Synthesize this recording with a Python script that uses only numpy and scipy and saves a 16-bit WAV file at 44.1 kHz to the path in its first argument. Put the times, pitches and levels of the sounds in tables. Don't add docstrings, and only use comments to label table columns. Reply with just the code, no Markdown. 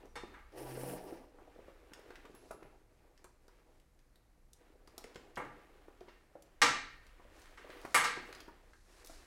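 import sys
import numpy as np
from scipy import signal
from scipy.fft import rfft, irfft, next_fast_len
from scipy.io import wavfile
from scipy.ndimage import map_coordinates

SR = 44100
rng = np.random.default_rng(int(sys.argv[2]) if len(sys.argv) > 2 else 0)


def to_wav(sig):
    pcm = np.clip(np.atleast_2d(sig), -1, 1) * 32767
    pcm = np.round(pcm).astype(np.int16)
    wavfile.write(sys.argv[1], SR, pcm.T)


def ratio_of_db(decibels):
    return 10 ** (np.asarray(decibels, float) / 20)


N = 408366
T = np.arange(N) / SR

# [strongest t/s, length/s, pressure on table/dB, leather flexing/dB]
STROKES = [(0, .3, -61, -69), (0.34, 0.53, -68, -69), (1.427, 0.56, -63, -74), (1.74, 0.76, -64.5, -70),
           (2.106, 0.81, -64, -67.5), (2.51, 0.7, -63, -72.5), (3.1, 0.73, -71.5, -78.5),
           (3.622, 0.57, -72, -77.5), (4.672, 0.29, -70, -75), (4.96, 0.59, -70.5, -77.5),
           (5.15, 0.67, -63.5, -69.5), (5.61, 0.93, -64, -70), (6.09, 0.49, -72, -73),
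           (6.42, 1, -71.5, -77), (7.063, 0.67, -73.5, -68.5), (7.428, 0.7, -65.5, -66),
           (7.758, 0.45, -59.5, -60), (8.314, 0.42, -60, -60), (8.546, 0.52, -68, -71),
           (9.12, 0.62, -66.5, -66)]
# [start t/s, peak t/s, end t/s, peak level/dB]
SLIDES = [(2.197, 2.53, 2.58, -70.5), (7.247, 7.406, 7.8, -70), (7.62, 7.93, 8.1, -66.5),
          (8.1, 8.35, 8.3, -67), (8.55, 9.02, 9.1, -69), (9.028, 9.098, 9.4, -62)]
# [t/s, sliding speed as grain hiss level/dB, weight as body level/dB]
DRAG = [(.52, -81, -67), (.555, -77, -53.5), (.58, -59, -50.5), (.64, -60, -47), (.78, -57.5, -51.5),
        (.92, -54, -46.5), (.965, -58.5, -46.5), (.99, -67.5, -51), (1.125, -68.5, -51.5),
        (1.16, -73, -55.5), (1.24, -82.5, -57.5), (1.3, -95, -79)]
# [f/Hz, level re body/dB, strongest t/s]
DRONE = [(130.4, 4, 0.72), (182, -3.5, 0.89)]
# [t/s, level/dB, pitch f/Hz, slap level re bump/dB]
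BUMPS = [(0.049, -49, 272, -17), (0.235, -36.5, 345, -14.5), (0.773, -37.5, 505, -16),
         (0.834, -35, 498, -27), (0.934, -35.5, 614, -34), (1.124, -38, 330, -18), (1.343, -55, 380, -27),
         (1.386, -51, 620, -1), (1.561, -49, 360, -13), (1.589, -45.5, 540, -29), (1.682, -44, 530, -12),
         (1.918, -51.5, 305, -3.5), (1.991, -48.5, 480, -13), (2.104, -45.5, 360, -6), (2.251, -52, 432, 0),
         (2.297, -45.5, 376, -23), (2.344, -48, 366, -10), (2.508, -36, 627, -7), (2.545, -44.5, 328, -17),
         (2.624, -47, 345, -5.5), (2.65, -53, 135, -30), (3.243, -49, 350, -4), (3.481, -56, 387, -2),
         (4.754, -55.5, 479, -28), (4.875, -54, 335, -3.5), (4.979, -45, 700, -6), (5.043, -44, 465, -10),
         (5.157, -42.5, 470, -8.5), (5.882, -44.5, 343, -10), (6.01, -43.5, 360, -13),
         (6.081, -50.5, 372, -8), (6.354, -42.5, 550, -15), (7.197, -52, 950, -4), (7.25, -53, 570, -21),
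         (7.645, -46.5, 594, -12), (7.695, -42.5, 610, -19), (7.849, -36, 710, -4), (8.174, -39, 342, -20),
         (8.48, -43.5, 342, -4), (9.096, -46.5, 650, -8)]
# [t/s, peak level/dB, centre f/Hz, lower-edge level/dB, top level/dB]
TICKS = [(0.0554, -60, 5720, -7, -10), (1.935, -41.5, 4750, 0, -23), (1.9944, -58, 3530, -4, -4),
         (2.1057, -47, 4500, 20, -18), (2.1559, -45.5, 3760, 11, -28), (2.2533, -52, 3230, 12, -19),
         (2.3497, -51.5, 11100, -17, -18), (2.5115, -47, 9810, -10, -29), (2.6294, -48.5, 4120, 21, -8),
         (3.1768, -54.5, 4800, 4, -33), (3.243, -45.5, 8270, 3.5, -29), (3.481, -55, 5750, -24, -14),
         (3.9906, -64, 5150, 3.5, -20), (4.1573, -57, 4260, 0, -2), (4.5323, -47.5, 8750, -30, -25),
         (4.8748, -50.5, 4600, 3, -12), (4.9801, -35, 5750, -25, -5), (5.0409, -41.5, 5500, 7, -22),
         (5.146, -52, 4330, 0, -21), (5.1583, -43.5, 3300, 9, -35), (5.357, -47.5, 5400, -20, -27),
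         (5.363, -45, 3500, -3, -31), (5.4494, -54, 3440, 11, -7), (6.0068, -54.5, 3220, 8, -21),
         (6.423, -49.5, 6300, -26, -5), (7.0666, -53.5, 4440, -0.5, -20), (7.396, -57, 8500, -20, -12),
         (7.418, -51, 5740, -16, -7), (7.4576, -47, 3730, 10.5, -18), (7.7025, -43, 3400, 10, -35),
         (7.8146, -52.5, 4370, -6, -6), (7.8511, -43, 4290, 12, -7), (8.327, -37.5, 4300, 8.5, -11.5),
         (8.3494, -45, 4900, -8, -19), (8.4044, -40.5, 4700, -1.5, -18), (8.7334, -51.5, 3260, 16, -24),
         (9.0468, -45, 5300, -25, -5), (9.0604, -46.5, 10700, -17, -10), (9.0717, -42, 6250, -20, -6)]
# [t/s, peak level/dB, low/dB, bright/dB, top/dB]
CLACKS = [(0.1562, -36.5, 0.5, -12, -15.5), (0.3421, -49, -15, -30, -41), (5.3717, -31.5, 3, -31, -24),
          (6.084, -53.5, -8, -7, -36.5), (6.6174, -10, -6, -6, -16.5), (7.575, -46, -18, -17.5, -24.5),
          (7.9449, -12, -10, -14.5, -7.5), (8.0409, -22.5, -13, -12.5, -16), (8.1639, -41, 7, -7, -24)]
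# [t/s, level/dB, pitch rung hardest f/Hz]
BUCKLE_BLOWS = [(.1557, -23, 3530), (6.0855, -40, 2730), (6.6175, -6, 4300), (7.9451, -10.5, 5000),
                (8.0412, -15.5, 4800)]
# [f/Hz, level re blow when aimed at/dB, t60/s]
BUCKLE_MODES = [(1830, -28.5, 1.1), (1820, -26.5, 1.1), (2250, -30, 0.33), (2770, -30.5, .35),
                (3613, -34.5, 0.35), (4300, -37, .5), (4840, -35, 0.22), (5390, -32, .22),
                (8140, -23.5, 0.12)]
# [t/s, level/dB]
CHIMES = [(2.35, -68.5), (2.511, -69), (2.647, -81)]
# [f/Hz, level re chime/dB, t60/s]
RING_MODES = [(2720, -9, 0.8), (11130, 4, 0.35), (14600, -5, .15)]
# [start t/s, end t/s, start f/Hz, end f/Hz, level/dB]
SQUEAKS = [(.075, .14, 5850, 5800, -79), (5.17, 5.346, 7500, 7000, -86), (5.17, 5.31, 11300, 10800, -90),
           (5.47, 5.56, 9000, 8300, -91), (6.1, 6.42, 8400, 8250, -92)]
# [f/Hz, width/Hz, level/dB]
TABLE_MODES = [(263.4, 22.6, -3), (308, 29.7, 0.5), (359, 78, -1.5), (423.4, 42, -2), (484.6, 14.5, 1),
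               (547, 29, -5.5), (615, 31, -4.5), (726, 48, -6.5), (813, 66, -8), (974, 51, -12.5),
               (1153, 26, -14)]
# [f/Hz, width/Hz, level/dB]
HARDWARE_MODES = [(128, 11, -2), (292.6, 20.6, -6.5), (481, 16, -0.5), (834, 50, -5), (981, 53, -8),
                  (1183, 21, 1), (1338, 18, -5), (1603, 26, -4.5), (1867, 100, -7.5), (2170, 74, -3.5),
                  (2378, 18, -3.5), (2830, 150, -12.5), (3870, 77, -11.5), (4440, 89, -12.5),
                  (5400, 280, -16), (6240, 430, -12), (8000, 360, -11)]
# [f/Hz, level/dB]
RUSTLE_SPECTRUM = [(600, -25), (1000, -1), (1800, -2), (2600, -5.5), (4000, -13), (6000, -25)]
# [f/Hz, level/dB]
HISS_SPECTRUM = [(2500, -17), (4000, 5), (5700, 4.5), (8000, 1.5), (11000, -1.5), (13000, -12),
                 (16000, -20.5)]
# [f/Hz, level/dB]
GRAIN_SPECTRUM = [(3820, -40), (6500, -11.5), (9480, 2), (13300, -5.5), (14600, -0.5), (16000, -11)]
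# [f/Hz, level/dB]
SCRAPE_SPECTRUM = [(590, -24), (1000, -12.5), (1700, -3), (2200, -7.5), (2800, -8), (3600, -16),
                   (5500, -10.5), (7000, -23), (9100, -52), (15400, -120)]
# [f/Hz, level/dB]
SLAP_SPECTRUM = [(300, -30), (800, 11.5), (1300, 13.5), (2200, -4.5), (4000, -21)]
# [f/Hz, level/dB]
AIR_SPECTRUM = [(59, -35), (100, 8), (266, -0.5), (315, 0.5), (415, -11.5), (471, -5), (558, -7.5),
                (2170, -14), (2990, -25), (12900, -22), (16000, -33)]
# [f/Hz, level/dB]
RUMBLE_SPECTRUM = [(12, -31), (22, 3.5), (50, -7.5), (66, -8), (85, -19), (110, -26.5), (150, -39),
                   (250, -89)]
# [t/s, level/dB]
RUMBLE_LEVEL = [(0.0, -59), (0.2, -59.5), (2.99, -67), (6.16, -65), (6.27, -72), (7.04, -58.5),
                (7.63, -64.5), (9.23, -62), (9.26, -71.5)]
# [f/Hz, t60/s]
ROOM_T60 = [(130, 0.79), (300, 0.52), (700, 0.44), (1840, 0.57), (3300, 0.49), (4300, 0.53), (5200, 0.46),
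            (8000, 0.38), (12800, 0.25)]

STROKE_FADE_DB, SLIDE_FADE_DB = 12, 15
REST_PRESS_DB, REST_FLEX_DB = -80.5, -85
HISS_DB, HISS_DB_PER_FLEX_DB, FLEX_USUAL_DB = -81.5, 0.36, -68.5
SCRAPE_DB, SCRAPE_DB_PER_SPEED_DB, FULL_SPEED_DB = -59, 0.58, -56.5
LOCK_RISE_DB_S, LOCK_FALL_DB_S = 116, 57
BUMP_T60_S, DAMP_DB_PER_SLAP_DB = 0.028, 0.22
TICK_ROOM_DB, ROOM_DB_PER_EDGE_DB = -3, 0.099
FAINT_TICK_MAX_DB = -61
AIM_DB_PER_OCTAVE = 15.5
AIR_DB, TOP_HZ = -75.5, 15850


def unit(x):
    return x / np.sqrt(np.mean(x ** 2) + 1e-20)


def along(points, hz):
    f, v = np.transpose(points)
    return np.interp(np.log(hz + 1), np.log(f + 1), v)


def spectrum(points):
    return lambda f: ratio_of_db(along(points, f))


def wobble(rate_hz):
    knots = rng.standard_normal(int(N * rate_hz / SR) + 4)
    return map_coordinates(knots, [T * rate_hz])


def filtered(x, response):
    m = next_fast_len(len(x) + 8192)
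    return irfft(rfft(x, m) * response(np.fft.rfftfreq(m, 1 / SR)), m)[:len(x)]


def modes(table):
    def response(f):
        return sum((-1) ** k * ratio_of_db(db) * 1j * f * w / (c * c - f * f + 1j * f * w)
                   for k, (c, w, db) in enumerate(table))
    return response


def table_top(f):
    return modes(TABLE_MODES)(f) / (1 + (235 / (f + 1)) ** 8)


def blow(gain_db, size=1024):
    cepstrum = irfft(np.log(ratio_of_db(gain_db(np.fft.rfftfreq(size, 1 / SR))) + 1e-6), size)
    cepstrum[1:size // 2] *= 2
    cepstrum[size // 2 + 1:] = 0
    pulse = irfft(np.exp(rfft(cepstrum)), size)
    return pulse / np.abs(pulse).max()


def gritty(grit_db, count):
    size = np.minimum(rng.exponential(size=N // count + 1), 3).repeat(count)[:N]
    return rng.standard_normal(N) * ratio_of_db(grit_db * size)


def rubbed(response, grit_db, count):
    return unit(filtered(gritty(grit_db, count), response))


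def room_tail():
    hz, t, z = signal.stft(rng.standard_normal(SR * 3 // 4), SR, nperseg=256)
    decay = ratio_of_db(-60 * t / along(ROOM_T60, hz)[:, None])
    tail = signal.istft(z * decay, SR, nperseg=256)[1]
    t = np.arange(len(tail)) / SR
    tail *= 1 - np.exp(-t / 0.0019)
    tail *= 1 + 0.78 * np.exp(-t / 0.0087)
    return tail / np.linalg.norm(tail)


def add(out, s, sound, tail, wet_db):
    wet = ratio_of_db(wet_db) * signal.fftconvolve(sound, tail)
    wet[:len(sound)] += sound
    part = out[round(s * SR):][:len(wet)]
    part += wet[:len(part)]


def slide_db(start, peak, end, db):
    edge_db = db - SLIDE_FADE_DB
    return np.interp(T, [start, peak, end], [edge_db, db, edge_db], left=-140, right=-140)


def strokes():
    swell_db = np.array([-STROKE_FADE_DB * (2 * (T - s) / length) ** 2 for s, length, _, _ in STROKES])
    press_db, flex_db = np.transpose(STROKES)[2:, :, None]
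    body_db = np.maximum((press_db + swell_db).max(axis=0), REST_PRESS_DB)
    rustle_db = np.maximum((flex_db + swell_db).max(axis=0), REST_FLEX_DB)
    flex_hiss_db = HISS_DB + HISS_DB_PER_FLEX_DB * (rustle_db - FLEX_USUAL_DB)
    hiss_db = np.max([flex_hiss_db, *[slide_db(*row) for row in SLIDES]], axis=0)
    jerk = wobble(14)
    body_db = body_db + 1.25 * jerk + 1.7 * wobble(30)
    rustle_db = rustle_db + 0.55 * jerk + 1.2 * wobble(25)
    hiss_db = hiss_db + 0.53 * jerk + 0.4 * wobble(35)
    body = ratio_of_db(body_db) * rubbed(table_top, grit_db=3.5, count=120)
    rustle = ratio_of_db(rustle_db) * rubbed(spectrum(RUSTLE_SPECTRUM), grit_db=2.0, count=60)
    hiss = ratio_of_db(hiss_db) * rubbed(spectrum(HISS_SPECTRUM), grit_db=2.0, count=30)
    return body + rustle + hiss


def table_drone(body_db):
    out = np.zeros(N)
    for hz, db, s in DRONE:
        lock_db = -np.maximum(LOCK_RISE_DB_S * (s - T), LOCK_FALL_DB_S * (T - s))
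        level_db = body_db + db + lock_db + 2.5 * wobble(10.9)
        out += ratio_of_db(level_db) * np.sin(2 * np.pi * hz * T + 0.77 * wobble(8.7))
    return out


def drag():
    s, *cols = np.transpose(DRAG)
    grain_db, body_db = [np.interp(T, s, c, left=-140, right=-140) for c in cols]
    scrape_db = SCRAPE_DB + SCRAPE_DB_PER_SPEED_DB * (grain_db - FULL_SPEED_DB)
    jerk = wobble(35)
    scrape_db = scrape_db + 1.3 * jerk + 1.7 * wobble(60.5)
    grain = ratio_of_db(grain_db + 0.8 * jerk) * rubbed(spectrum(GRAIN_SPECTRUM), grit_db=2.5, count=30)
    scrape = ratio_of_db(scrape_db) * rubbed(spectrum(SCRAPE_SPECTRUM), grit_db=2.0, count=60)
    body = ratio_of_db(body_db + 0.7 * jerk) * rubbed(table_top, grit_db=1.7, count=120)
    return grain + scrape + body + table_drone(body_db)


def bumps(tails):
    out, t = np.zeros(N), np.arange(4096) / SR
    for k, (s, db, hz, slap_db) in enumerate(BUMPS):
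        others = sum(ratio_of_db(level + rng.normal(0, 3.8)) * np.sin(2 * np.pi * (f * t + rng.uniform()))
                     for f, _, level in TABLE_MODES)
        t60 = BUMP_T60_S * ratio_of_db(-DAMP_DB_PER_SLAP_DB * slap_db)
        envelope = ratio_of_db(-60 * t / t60) * (1 - np.exp(-t / 0.00049))
        bump = (np.sin(2 * np.pi * hz * t) + 0.37 * others) * envelope
        noise = rng.standard_normal(len(t)) * ratio_of_db(-60 * t / 0.082)
        slap = signal.fftconvolve(noise, blow(lambda f: along(SLAP_SPECTRUM, f)))[:len(t)]
        both = bump / np.abs(bump).max() + ratio_of_db(slap_db) * slap / np.abs(slap).max()
        add(out, s, ratio_of_db(db) * both, tails[-k % len(tails)], wet_db=-5.0)
    return out


def faint_ticks(count):
    when, size, pitch = rng.uniform(size=(count, 3)).T
    return [(s * N / SR, FAINT_TICK_MAX_DB - 6 * a, 1872 + 2640 * b, -5, -10)
            for s, a, b in zip(when, size, pitch)]


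def ticks(tails):
    out, t = np.zeros(N), np.arange(1024) / SR
    for k, (s, db, hz, edge_db, top_db) in enumerate(TICKS + faint_ticks(count=8)):
        colour = [(500, edge_db - 21.0), (1700, edge_db), (3500, -5.0), (7000, -10.0),
                  (12000, top_db), (16000, top_db - 11.5)]
        resonance = modes([(hz, 0.3 * hz, 0)])
        gain_db = lambda f: 20 * np.log10(ratio_of_db(along(colour, f)) + 0.84 * np.abs(resonance(f)))
        crackle = rng.standard_normal(len(t)) * ratio_of_db(-60 * t / 0.023)
        tick = signal.fftconvolve(crackle, blow(gain_db, size=256))
        wet_db = TICK_ROOM_DB + ROOM_DB_PER_EDGE_DB * edge_db
        add(out, s, ratio_of_db(db) * tick / np.abs(tick).max(), tails[k % len(tails)], wet_db)
    return out


def clacks():
    out = np.zeros(N)
    for s, db, low_db, bright_db, top_db in CLACKS:
        colour = [(100, low_db - 11), (400, low_db), (1500, 0), (5300, bright_db),
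                  (10500, top_db), (16000, top_db - 17.5)]
        struck = modes([(hz, width, level + rng.normal(0, 1.4)) for hz, width, level in HARDWARE_MODES])
        gain_db = lambda f: along(colour, f) + 20 * np.log10(0.24 + np.abs(struck(f)))
        add(out, s, ratio_of_db(db) * blow(gain_db, size=16384), room_tail(), wet_db=13)
    return out


def buckle(tails):
    out, t = np.zeros(N), np.arange(SR) / SR
    for (s, db, aim_hz), tail in zip(BUCKLE_BLOWS, tails):
        ring = np.zeros(len(t))
        for hz, level, t60 in BUCKLE_MODES:
            mode_db = level - AIM_DB_PER_OCTAVE * abs(np.log2(hz / aim_hz)) + rng.normal(0, 1.5)
            ring += ratio_of_db(mode_db - 60 * t / t60) * np.sin(2 * np.pi * hz * t)
        add(out, s, ratio_of_db(db) * ring, tail, wet_db=-5.0)
    return out


def chimes():
    out = np.zeros(N)
    for s, db in CHIMES:
        t = np.clip(T - s, 0, None)
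        for hz, level, t60 in RING_MODES:
            out += ratio_of_db(db + level - 60 * t / t60) * np.sin(2 * np.pi * hz * t)
    return out


def squeaks():
    out = np.zeros(N)
    for start, end, from_hz, to_hz, db in SQUEAKS:
        u = np.clip((T - start) / (end - start), 0, 1)
        envelope = np.sqrt(np.abs(np.sin(np.pi * u))) * (u < 1)
        phase = 2 * np.pi * np.cumsum(from_hz + (to_hz - from_hz) * u) / SR
        out += ratio_of_db(db) * envelope * np.sin(phase)
    return out


def air():
    rumble = unit(filtered(rng.standard_normal(N), spectrum(RUMBLE_SPECTRUM)))
    hiss = unit(filtered(rng.standard_normal(N), spectrum(AIR_SPECTRUM)))
    return ratio_of_db(np.interp(T, *np.transpose(RUMBLE_LEVEL))) * rumble + ratio_of_db(AIR_DB) * hiss


def scene():
    tails = [room_tail() for _ in range(8)]
    handling = strokes() + drag() + bumps(tails)
    metal = ticks(tails) + clacks() + buckle(tails) + chimes() + squeaks()
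    return (handling + metal + air())[None]


def band_limit(x):
    return signal.sosfilt(signal.butter(12, 16730, fs=SR, output="sos"), x)


def record(dry):
    mix = filtered(dry[0], lambda f: f < TOP_HZ)[None]
    return band_limit(mix)


dry = scene()
out = record(dry)
to_wav(out)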